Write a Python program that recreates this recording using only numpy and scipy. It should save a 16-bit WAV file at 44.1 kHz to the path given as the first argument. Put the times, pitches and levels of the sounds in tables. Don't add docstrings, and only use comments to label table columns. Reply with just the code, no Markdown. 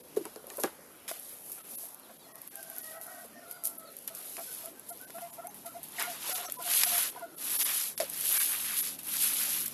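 import sys
import numpy as np
from scipy import signal
from scipy.fft import rfft, irfft, next_fast_len
from scipy.io import wavfile
from scipy.ndimage import uniform_filter1d

SR = 44100
rng = np.random.default_rng(int(sys.argv[2]) if len(sys.argv) > 2 else 0)


def digitize_waveform(pressure):
    field = np.atleast_2d(pressure).T
    bounded = np.clip(field, -1, 1)
    quanta = np.round(bounded * 32767).astype(np.int16)
    wavfile.write(sys.argv[1], SR, quanta)


def volts_from_db(level):
    exponent = np.asarray(level, float) / 20
    return 10 ** exponent


N = 429093
T = np.arange(N) / SR
CRACK_S = 0.0007


def colour(x, points):
    n = next_fast_len(len(x))
    hz = np.maximum(np.arange(n // 2 + 1) * SR / n, 1)
    point_hz, point_db = np.transpose(points)
    db = np.interp(np.log(hz), np.log(point_hz), point_db)
    y = irfft(rfft(x, n) * volts_from_db(db), n)[:len(x)]
    return y / np.std(y)


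def band(x, lo_hz, hi_hz, order=2):
    sos = signal.butter(order, [lo_hz, min(hi_hz, 0.45 * SR)], "band", fs=SR, output="sos")
    return signal.sosfilt(sos, x)


def walk(rate, size=N):
    hold = max(int(SR / rate), 1)
    steps = np.repeat(rng.standard_normal(size // hold + 1), hold)
    return 1.374 * uniform_filter1d(steps, hold)[:size]


def add(out, s, x):
    i = max(int(s * SR), 0)
    out[i:i + len(x)] += x[:len(out) - i]


def broom():
    # low_hz, high_hz, slips_per_s, level_db, patchiness_db
    twig_groups = [
        (240, 1430, 1300, 3, 4),
        (1180, 2670, 1100, 4, 4.5),
        (2464, 4250, 1100, 6.5, 0.4),
        (4200, 7800, 970, 4.5, 2.5),
    ]
    tips_db, stems_db = effort()
    sweep_db, scrape_db = np.array([tips_db, stems_db]) + 0.45 * walk(45)
    hiss = slipping(1100, spread_db=2.8, even=0.59)
    out = band(hiss, 5660, 20200) * volts_from_db(sweep_db - 4.5 + 0.63 * walk(20))
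    heavy = 0.32 * (scrape_db - sweep_db + 10)
    for lo_hz, hi_hz, rate, db, patchy_db in twig_groups:
        scrape = band(slipping(rate, spread_db=3.8, even=0.84), lo_hz, hi_hz)
        tilt_db = heavy * np.log2(2400 / lo_hz)
        out += scrape * volts_from_db(scrape_db + db + tilt_db + patchy_db * 0.75 * walk(30))
    return out


def effort():
    # start_s, length_s, level_db, scrape_db (stiffer twigs, re level)
    strokes = [(5.887, 0.32, -42.5, -3.5), (6.057, 0.49, -43, -3.5), (6.216, 0.23, -36, -6.5),
               (6.579, 0.56, -30, -8), (6.674, 0.19, -26.5, -9.5), (7.04, 0.25, -54.5, -5),
               (7.343, 0.61, -32, -10.5), (7.492, 0.29, -36, -4), (8.042, 0.6, -34.5, -11.5),
               (8.19, 0.34, -28, -10.5), (8.399, 0.59, -35, -8.5), (8.753, 0.09, -31, -15.5),
               (9.005, 0.69, -31.5, -9.5), (9.166, 0.14, -29.5, -11), (9.557, 0.27, -46, -7.5)]
    # start_s, length_s, level_db, scrape_db (re level)
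    stirs = [(0.13, 0.27, -53, -8.5), (0.44, 0.26, -48, -16), (1.15, 0.28, -45, -17),
             (1.33, 0.34, -47.5, -36), (1.614, 0.34, -43.5, -21), (1.847, 0.11, -56, -30),
             (2.29, 0.46, -53.5, -11.5), (2.632, 0.39, -45.5, -12.5), (2.946, 0.38, -51, -14),
             (3.418, 0.2, -52, -14), (3.837, 0.32, -53, -13), (4.055, 0.49, -45.5, -12),
             (4.342, 0.4, -43, -12), (4.763, 0.65, -53, -12.5), (5.397, 1, -56, -12)]
    # start_s, level_db, decay_s, scrape_db (re level)
    soft_spurts = [(.165, -36.5, 0.014, -10), (.595, -33, 0.024, -25), (.634, -40.5, 0.033, -3.5),
                   (1.512, -40, 0.033, -32), (2.625, -40, .012, -14), (3.01, -43, 0.042, -20),
                   (3.238, -44, .02, -17), (3.505, -38.5, .015, -27), (3.641, -30.5, 0.039, -27),
                   (3.775, -36.5, 0.014, -30), (4.073, -35.5, 0.016, -9.5), (4.147, -40, .02, -28),
                   (4.885, -40.5, 0.037, -28), (5.54, -45, 0.06, -16), (5.655, -37.5, 0.022, -13.5),
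                   (5.828, -43, 0.051, -11.5), (5.99, -36.5, 0.025, -0.5), (6.5, -46, 0.19, -11),
                   (5.005, -48, 0.018, -22), (5.135, -45.5, .04, -14), (5.205, -44.5, 0.028, -9),
                   (5.325, -49, 0.051, -11), (8.983, -38.5, 0.025, -8.5), (9.655, -32, 0.023, -14.5)]
    sharp_spurts = [
        (1.078, -37.5, 0.06, -8),
        (7.9765, -34, .015, -11),
        (8.0005, -38, 0.067, -5.5),
        (4.9, -41, 0.026, -20),
        (6.024, -39, .012, -20),
    ]
    rise_s, fall_s, swell = 0.22, 0.16, 1.27
    rest_db, rest_scrape_db = -58, -72.5
    moves = []
    for s, length, db, scrape_db in strokes + stirs:
        t = T[:int(length * SR)]
        up = t / min(rise_s, length / 2)
        down = (length - t) / min(fall_s, length / 2)
        shape = np.sin(np.pi / 2 * np.clip(np.minimum(up, down), 0, 1)) ** swell
        moves.append((s, shape, db, scrape_db))
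    t = T[:12000]
    for spurts, onset_s in ((soft_spurts, 0.0091), (sharp_spurts, 0.002)):
        for s, db, decay_s, scrape_db in spurts:
            shape = np.minimum(t / onset_s, 1) * np.exp(-t / max(decay_s, 0.004))
            moves.append((s, shape, db, scrape_db))
    tips, stems = np.full(N, volts_from_db(2 * rest_db)), np.full(N, volts_from_db(2 * rest_scrape_db))
    for s, shape, db, scrape_db in moves:
        add(tips, s, (volts_from_db(db) * shape) ** 2)
        add(stems, s, (volts_from_db(db + scrape_db) * shape) ** 2)
    return 10 * np.log10(tips), 10 * np.log10(stems)


def slipping(rate, spread_db, even):
    # pitch_hz, level_db (per Hz)
    twig_colour = [(250, -21.5), (600, -8), (1100, -3.5), (2500, -0.5), (4000, 0.5), (7500, -2), (11000, 1),
                   (14000, -2)]
    sizes = volts_from_db(spread_db * np.minimum(rng.exponential(size=N), 4))
    slips = (rng.random(N) < rate / SR) * sizes
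    decay = np.exp(-1 / (0.0017 * SR))
    scratch = signal.lfilter([1], [1, -decay], slips ** 2)
    loudness = np.sqrt(even + scratch / np.mean(scratch))
    return colour(loudness * rng.standard_normal(N), twig_colour)


def ticks():
    # start_s, peak_db
    drips = [(1.9456, -22), (1.9977, -26), (2.356, -19), (2.4172, -18), (2.4753, -21), (2.5556, -17),
             (2.6292, -13.5), (2.7002, -18), (2.7636, -20.5), (2.7832, -13), (3.0132, -18), (3.067, -21),
             (3.5115, -15), (3.6378, -11.5), (3.6537, -8), (3.6724, -7.5), (3.784, -19), (3.9674, -19),
             (3.9875, -20.5), (4.0771, -10.5), (4.15, -10.5), (4.549, -19), (4.6586, -15), (4.796, -19),
             (4.8927, -18.5), (5.0136, -22), (5.2106, -27), (5.2725, -32), (5.4705, -20), (5.544, -20.5),
             (5.6636, -25), (5.831, -16), (5.8856, -27), (5.9215, -23), (4.9737, -23)]
    # start_s, peak_db
    flicks = [(.4693, -20), (.5711, -17), (.5995, -16), (1.197, -20), (1.518, -16), (1.7838, -22),
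              (1.8544, -20), (5.9965, -8), (6.0244, -6.5), (6.4118, -17), (6.5216, -11), (6.541, -19),
              (6.6253, -15), (7.1956, -25), (7.3837, -24), (8.0985, -10.5), (8.1364, -14), (8.21, -8),
              (8.256, -5), (8.326, -8), (8.347, -12), (8.9892, -19), (9.0327, -18), (9.1217, -16),
              (9.6604, -11.5), (9.6799, -12)]
    # start_s, peak_db
    snaps = [(.1641, -30), (.2538, -24.5), (.3601, -29), (.5015, -26), (.636, -12.5), (1.0793, -38),
             (1.092, -22), (1.095, -24), (1.1025, -22), (1.114, -21), (4.368, -21), (5.1043, -29),
             (6.499, -21), (6.7968, -14), (6.8345, -6), (6.8365, -7), (6.737, -9), (7.4256, -27),
             (7.4855, -34), (7.9774, -16), (8.0016, -15.5), (8.0073, -17), (8.0118, -22), (8.0174, -21),
             (8.0228, -25), (8.7891, -20), (9.1676, -17)]
    splutter_s = 0.004
    out, t = np.zeros(N), T[:1500]
    for events, body_db in ((drips, -33), (flicks, -31.5), (snaps, -12)):
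        for s, db in events:
            decay = np.exp(-t / CRACK_S) + 0.26 * np.exp(-t / splutter_s)
            burst = rng.standard_normal(len(t)) * decay
            fine, body = band(burst, 7440, 18200), band(burst, 1300, 10200)
            add(out, s, volts_from_db(db - 13) * fine / np.max(np.abs(fine)))
            add(out, s, volts_from_db(db + body_db + 7) * body / np.max(np.abs(body)))
    return out


def handle():
    # start_s, peak_db
    bounces = [(7.978, -20), (7.983, -34), (8.001, -22), (8.0073, -22), (8.0113, -24), (8.018, -26),
               (8.0228, -31), (8.0285, -33), (8.0422, -29), (6.8345, -11.5), (6.836, -16), (1.0918, -36),
               (3.968, -44)]
    wire_hz, t60_s = 5020, 0.0063
    out, t = np.zeros(N), T[:600]
    shape = np.exp(-np.log(1000) * t / t60_s) * np.minimum(t / CRACK_S, 1)
    for s, db in bounces:
        ratios = 1 + 0.078 * rng.standard_normal(2)
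        ring = sum(np.sin(2 * np.pi * wire_hz * ratio * t) for ratio in ratios)
        add(out, s, volts_from_db(db - 3.5) * ring * shape)
    return out


def bucket():
    # start_s, peak_db, ring_hz, upper_modes_db, rattle_s
    knocks = [(0.173, -20.5, 389, -25, 0.013), (0.214, -35.5, 352, -24.5, 0.021),
              (.256, -35.5, 415, -7, 0.02), (.364, -39, 405, -11, 0.021), (.444, -41.5, 520, -7, .012),
              (0.478, -44.5, 420, -13, 0.017), (.503, -44.5, 1100, -4, .012),
              (.519, -48, 420, -14.5, 0.011), (.535, -49, 560, -3, .015), (.584, -33, 475, -5.5, 0.0068),
              (.59, -34, 620, -6, .005), (.6, -37.5, 430, -7.5, 0.017), (0.639, -25, 472, 2, 0.0083),
              (.644, -25, 400, -5, .006), (.654, -28.5, 398, -10.5, 0.011), (.676, -37.5, 560, -2.5, .012),
              (.73, -53, 476, -8, .01), (.792, -50.5, 552, -15, .01), (1.054, -55, 754, -15, .005),
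              (1.091, -42, 620, 0, .004), (1.1149, -32, 640, -2.5, .003), (1.325, -50, 550, -5.5, 0.023),
              (1.5, -53, 1180, -14.5, 0.0045), (1.58, -48, 720, -3, 0.0083), (1.836, -47, 649, -8.5, .006),
              (2.096, -47, 646, -7, 0.012), (3.25, -46.5, 500, -12.5, .008),
              (4.381, -39.5, 680, -4.5, 0.019), (5.1, -46, 430, -2.5, .01), (5.184, -38, 723, -3.5, 0.0096),
              (6.293, -39, 567, -7.5, .01), (6.487, -42, 580, -6.5, .01), (6.59, -47, 433, -12, 0.0054),
              (7.152, -43, 470, -5, .015), (7.163, -40, 1000, -14.5, .015),
              (8.004, -24.5, 636, -24.5, 0.0053), (8.012, -35, 616, -19.5, .006),
              (8.019, -30, 614, -8, .004), (8.027, -36, 600, -20, 0.0065), (8.036, -35.5, 523, -16, 0.016)]
    # ratio (to ring_hz), level_db, t60_s
    wall_modes = [
        (1.038, 7.5, 0.031),
        (1.56, 13, 0.0082),
        (2.2, 8.5, 0.014),
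        (3.3, -4, 0.039),
        (0.62, -14, 0.03),
    ]
    out, t = np.zeros(N), T[:6000]
    for s, db, hz, upper_db, rattle_s in knocks:
        rattle = rng.standard_normal(len(t)) ** 3 * np.exp(-t / np.clip(rattle_s, 0.003, 0.1))
        contact_s = np.clip(-upper_db * 0.000383, 0.0005, 0.012)
        press = np.sin(np.pi * np.minimum(t / contact_s, 1)) / (contact_s * SR / 3)
        push = 0.036 * volts_from_db(0.56 * upper_db) * rattle + np.cos(2 * np.pi * hz * t) * press
        modes = []
        for ratio, mode_db, t60_s in wall_modes:
            mode_hz = hz * ratio * (1 + 0.047 * rng.standard_normal())
            decay = np.exp(-np.log(1000) * t / t60_s)
            modes.append(volts_from_db(mode_db) * np.sin(2 * np.pi * mode_hz * t) * decay)
        ring = modes[0] + volts_from_db(min(upper_db, 0)) * sum(modes[1:])
        hit = band(signal.fftconvolve(push, ring)[:len(t)], 265, 9900, order=3)
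        add(out, s - 0.0015 - 0.423 * contact_s, volts_from_db(db + 2.5) * hit / np.max(np.abs(hit)))
    return out


def birds():
    near, far = hen(), far_birds()
    tail = rng.standard_normal(12000) * np.exp(-np.log(1000) * T[:12000] / 0.13)
    tail /= np.sqrt(np.sum(tail ** 2))
    echo = signal.fftconvolve(volts_from_db(-9) * near + far, tail)[:N]
    return near + far + echo


def hen():
    # start_s, length_s, pitch_hz, level_db
    clucks = [(4.099, 0.038, 646, -52.5), (4.375, 0.055, 664, -49), (4.633, 0.062, 648, -49),
              (4.899, 0.042, 670, -46), (5.141, 0.05, 680, -47), (5.379, 0.035, 677, -45.5),
              (5.647, 0.048, 670, -48), (5.978, 0.054, 685, -47.5), (6.302, 0.075, 718, -46),
              (6.369, 0.093, 690, -47), (6.859, 0.032, 710, -42.5), (7.171, 0.019, 714, -45)]
    answers = [(5.211, 0.07, 693, -44.5), (5.3, 0.042, 705, -59), (5.435, 0.058, 714, -46.5),
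               (5.741, 0.06, 703, -47), (6.066, 0.062, 707, -42.5), (6.445, 0.027, 734, -43),
               (6.592, 0.033, 700, -49), (6.64, 0.086, 726, -44.5), (6.906, 0.096, 720, -42),
               (7.212, 0.054, 703, -43.5)]
    cluck_throat, answer_throat = [0, -11, -22], [0, -19, -22]
    out = np.zeros(N)
    for calls, glide, throat in ((clucks, 320, cluck_throat), (answers, -370, answer_throat)):
        for s, length, hz, db in calls:
            voice = note(length, hz, hz + glide * length, throat, hoarse=0.36, edge=0.25)
            croak = note(0.026, 1.5 * hz, 1.15 * hz, [0], hoarse=0.9, edge=0.3)
            add(out, s, volts_from_db(db + 1) * voice)
            add(out, s - 0.008, volts_from_db(db - 11) * croak)
    return out


def far_birds():
    # start_s, length_s, start_hz, end_hz, level_db
    high_crow = [
        (2.62, 0.2, 768, 753, -65.5),
        (2.9, .35, 770, 729, -63.5),
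    ]
    crow_end = [
        (3.41, 0.36, 711, 672, -63),
        (3.76, 0.16, 664, 655, -64),
    ]
    low_crow = [
        (2.24, 0.17, 639, 627, -68),
        (2.74, 0.096, 635, 634, -67),
        (2.83, 0.2, 635, 645, -58),
        (3.0, 0.245, 649, 621, -64.5),
        (3.32, .13, 621, 604, -64),
    ]
    shrill_crow = [
        (2.52, .1, 793, 780, -56),
        (4.47, 0.07, 750, 760, -66),
        (4.76, 0.043, 787, 770, -67),
        (5.0, 0.065, 746, 763, -61),
    ]
    sparrows = [(.965, 0.032, 4200, 3140, -68), (1.15, 0.23, 4200, 3660, -75),
                (1.425, 0.025, 3110, 3050, -65), (2.03, 0.045, 4300, 2840, -67),
                (2.2, 0.075, 4770, 3900, -68), (2.2, 0.041, 3970, 3400, -66),
                (2.24, 0.036, 3400, 3350, -73), (3.49, 0.17, 4900, 4750, -69),
                (3.85, 0.062, 4600, 3900, -66), (3.84, .05, 4000, 3600, -70)]
    far_calls = [(1.58, 0.032, 1400, 1380, -64), (5.17, 0.047, 1345, 1390, -64),
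                 (6.31, .06, 1370, 1340, -52.5), (6.455, .035, 1320, 1340, -55.5),
                 (6.6, 0.046, 1390, 1370, -58), (7.17, 0.046, 1560, 1490, -63),
                 (7.215, 0.058, 1415, 1327, -56), (6.0, .07, 1380, 1380, -52.5),
                 (5.47, 0.036, 840, 840, -56.5), (2.27, 0.23, 1120, 1098, -69.5),
                 (2.66, 0.091, 1090, 1100, -67), (2.93, 0.36, 770, 690, -60.5), (3.77, .13, 660, 570, -58.5),
                 (2.53, 0.245, 640, 660, -64), (3.35, .1, 680, 700, -63), (3.05, 0.22, 1175, 1106, -68),
                 (5.39, 0.0643, 1320, 1370, -60), (5.67, 0.05, 1340, 1390, -61),
                 (5.984, 0.0059, 2300, 1900, -39), (6.031, 0.0083, 2200, 2000, -43),
                 (6.24, 0.032, 1000, 980, -52), (6.565, 0.062, 1040, 988, -54.5),
                 (7.27, 0.12, 1400, 1350, -68)]
    high_throat, end_throat = [0.58, -0.15, -16.5], [-2, 0, -12]
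    low_throat, shrill_throat = [0.81, -6, -1.5], [-6, 0, -26]
    voices = [(high_crow, high_throat, 0.8), (crow_end, end_throat, 0.5), (low_crow, low_throat, 0.5),
              (shrill_crow, shrill_throat, 0.25), (sparrows, [0], 0.12), (far_calls, [0], 0.6)]
    out = np.zeros(N)
    for calls, throat, hoarse in voices:
        for s, length, hz0, hz1, db in calls:
            add(out, s, volts_from_db(db) * note(length, hz0, hz1, throat, hoarse, edge=0.072))
    beads_db = 2.5 * np.clip(walk(55), -2, 0.8)
    return out * volts_from_db(beads_db)


def note(length, hz0, hz1, partials_db, hoarse, edge):
    size = int(length * SR)
    u = np.arange(size) / (length * SR)
    pitch_shake, level_shake = walk(160, size), walk(90, size)
    pitch_hz = (hz0 + (hz1 - hz0) * u) * (1 + 0.045 * hoarse * pitch_shake)
    phase = 2 * np.pi * np.cumsum(pitch_hz) / SR
    tone = sum(volts_from_db(db) * np.sin(k * phase) for k, db in enumerate(partials_db, 1))
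    shape = np.clip(np.minimum(u / edge, (1 - u) / (2 * edge)), 0, 1)
    return np.sqrt(2) * tone * shape * volts_from_db(3.2 * hoarse * level_shake)


def engine():
    # time_s, level_db (of the strongest order)
    swells = [(0, -80), (.19, -62), (.45, -81), (3, -76.5), (5.2, -70.5), (5.75, -63.5), (6.4, -68),
              (6.8, -65), (7.6, -69.5), (8.1, -60.5), (8.4, -73), (8.65, -59), (8.9, -63), (9.3, -59)]
    # multiple (of the turning rate), level_db
    engine_orders = [(2, -14), (3, -13.5), (4, -4), (5, -7), (6, -7.5), (7, -6.5)]
    turn_hz = 39.24 * (1 + 0.00555 * walk(2.2))
    phase = 2 * np.pi * np.cumsum(turn_hz) / SR
    hum = sum(volts_from_db(db + 3 * walk(8)) * np.sin(k * phase + k * k) for k, db in engine_orders)
    rumble = band(rng.standard_normal(N), 180, 350) * volts_from_db(16.5 + 2.1 * walk(12))
    time_s, level_db = np.transpose(swells)
    return (hum + rumble) * volts_from_db(np.interp(T, time_s, level_db) + 1.5)


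def yard():
    # pitch_hz, level_db (per Hz)
    air_colour = [(40, -16), (100, -9), (254, 3), (665, 0.5), (1360, -5.5), (2230, -11), (5280, -15.5),
                  (14000, -29)]
    swell = walk(1.41)
    air = np.zeros(N)
    for lo_hz in 25 * 2.0 ** np.arange(0, 9.5, 0.5):
        breath = band(rng.standard_normal(N), lo_hz, lo_hz * np.sqrt(2))
        air += breath * volts_from_db(0.6 * swell + 2.4 * walk(9))
    return volts_from_db(-57) * colour(air, air_colour)


def scene():
    return (broom() + ticks() + handle() + bucket() + birds() + engine() + yard())[None]


def port(x):
    # pitch_hz, width_hz, gain_db
    hz, width_hz, gain_db = (11390, 1490, 13.04)
    b, a = signal.iirpeak(hz, hz / width_hz, fs=SR)
    return x + (volts_from_db(gain_db) - 1) * signal.lfilter(b, a, x)


def dropouts(x):
    # time_s, level_db (of the mid bands)
    mid_dips = [(0.026, -15), (1.628, -17), (1.768, -60), (2.183, -9), (2.335, -29), (2.498, -43),
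                (2.822, -14), (2.991, -5), (3.784, -25), (4.915, -18), (5.062, -19), (5.318, -17),
                (5.49, -15), (6.341, -21), (6.47, -17), (6.578, -16), (6.854, -10), (7.112, -11),
                (7.365, -16), (7.581, -21), (7.642, -26), (7.967, -42), (8.39, -23), (8.818, -16.5)]
    # time_s, pitch_hz, width_hz, gain_db
    standout_bands = [(1.768, 2650, 120, 3), (1.628, 3470, 120, 5), (5.318, 7140, 200, 10),
                      (5.49, 6320, 250, 17), (6.47, 6000, 900, 13), (6.47, 8000, 250, 10), (7.967, 3500, 300, 6),
                      (8.39, 9600, 300, 2)]
    hz, s, lines = signal.stft(x, SR, nperseg=1024, noverlap=768)
    power = np.abs(lines) ** 2 + 1e-18
    around = np.exp(uniform_filter1d(np.log(power), size=30, axis=0))
    standing = np.minimum(power / around, 30)
    patch = uniform_filter1d(uniform_filter1d(standing, size=2, axis=0), size=7, axis=1)
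    starved_db = sum(db * np.clip(1.8 - np.abs(s - gap_s) / 0.0059, 0, 1) for gap_s, db in mid_dips)
    gain_db = -14 * (patch < 1.02) * (hz > 2600)[:, None] + starved_db * (patch < 4.2)
    gain_db = gain_db * ((hz > 400) & (hz < 9800))[:, None]
    for gap_s, keep_hz, width_hz, db in standout_bands:
        near_hz = np.abs(hz - keep_hz) < width_hz / 2
        near_s = np.abs(s - gap_s) < 0.013
        gain_db[np.ix_(near_hz, near_s)] = db
    return signal.istft(lines * volts_from_db(gain_db), SR, nperseg=1024, noverlap=768)[1][:N]


def roll_off(x):
    return signal.sosfilt(signal.butter(12, 15270, fs=SR, output="sos"), x)


def record(dry):
    heard = dropouts(port(dry[0]))
    top_cut = signal.ellip(8, 0.2, 43, 13800, fs=SR, output="sos")
    mix = signal.sosfilt(top_cut, heard)
    return roll_off(mix[None])


dry = scene()
out = record(dry)
digitize_waveform(out)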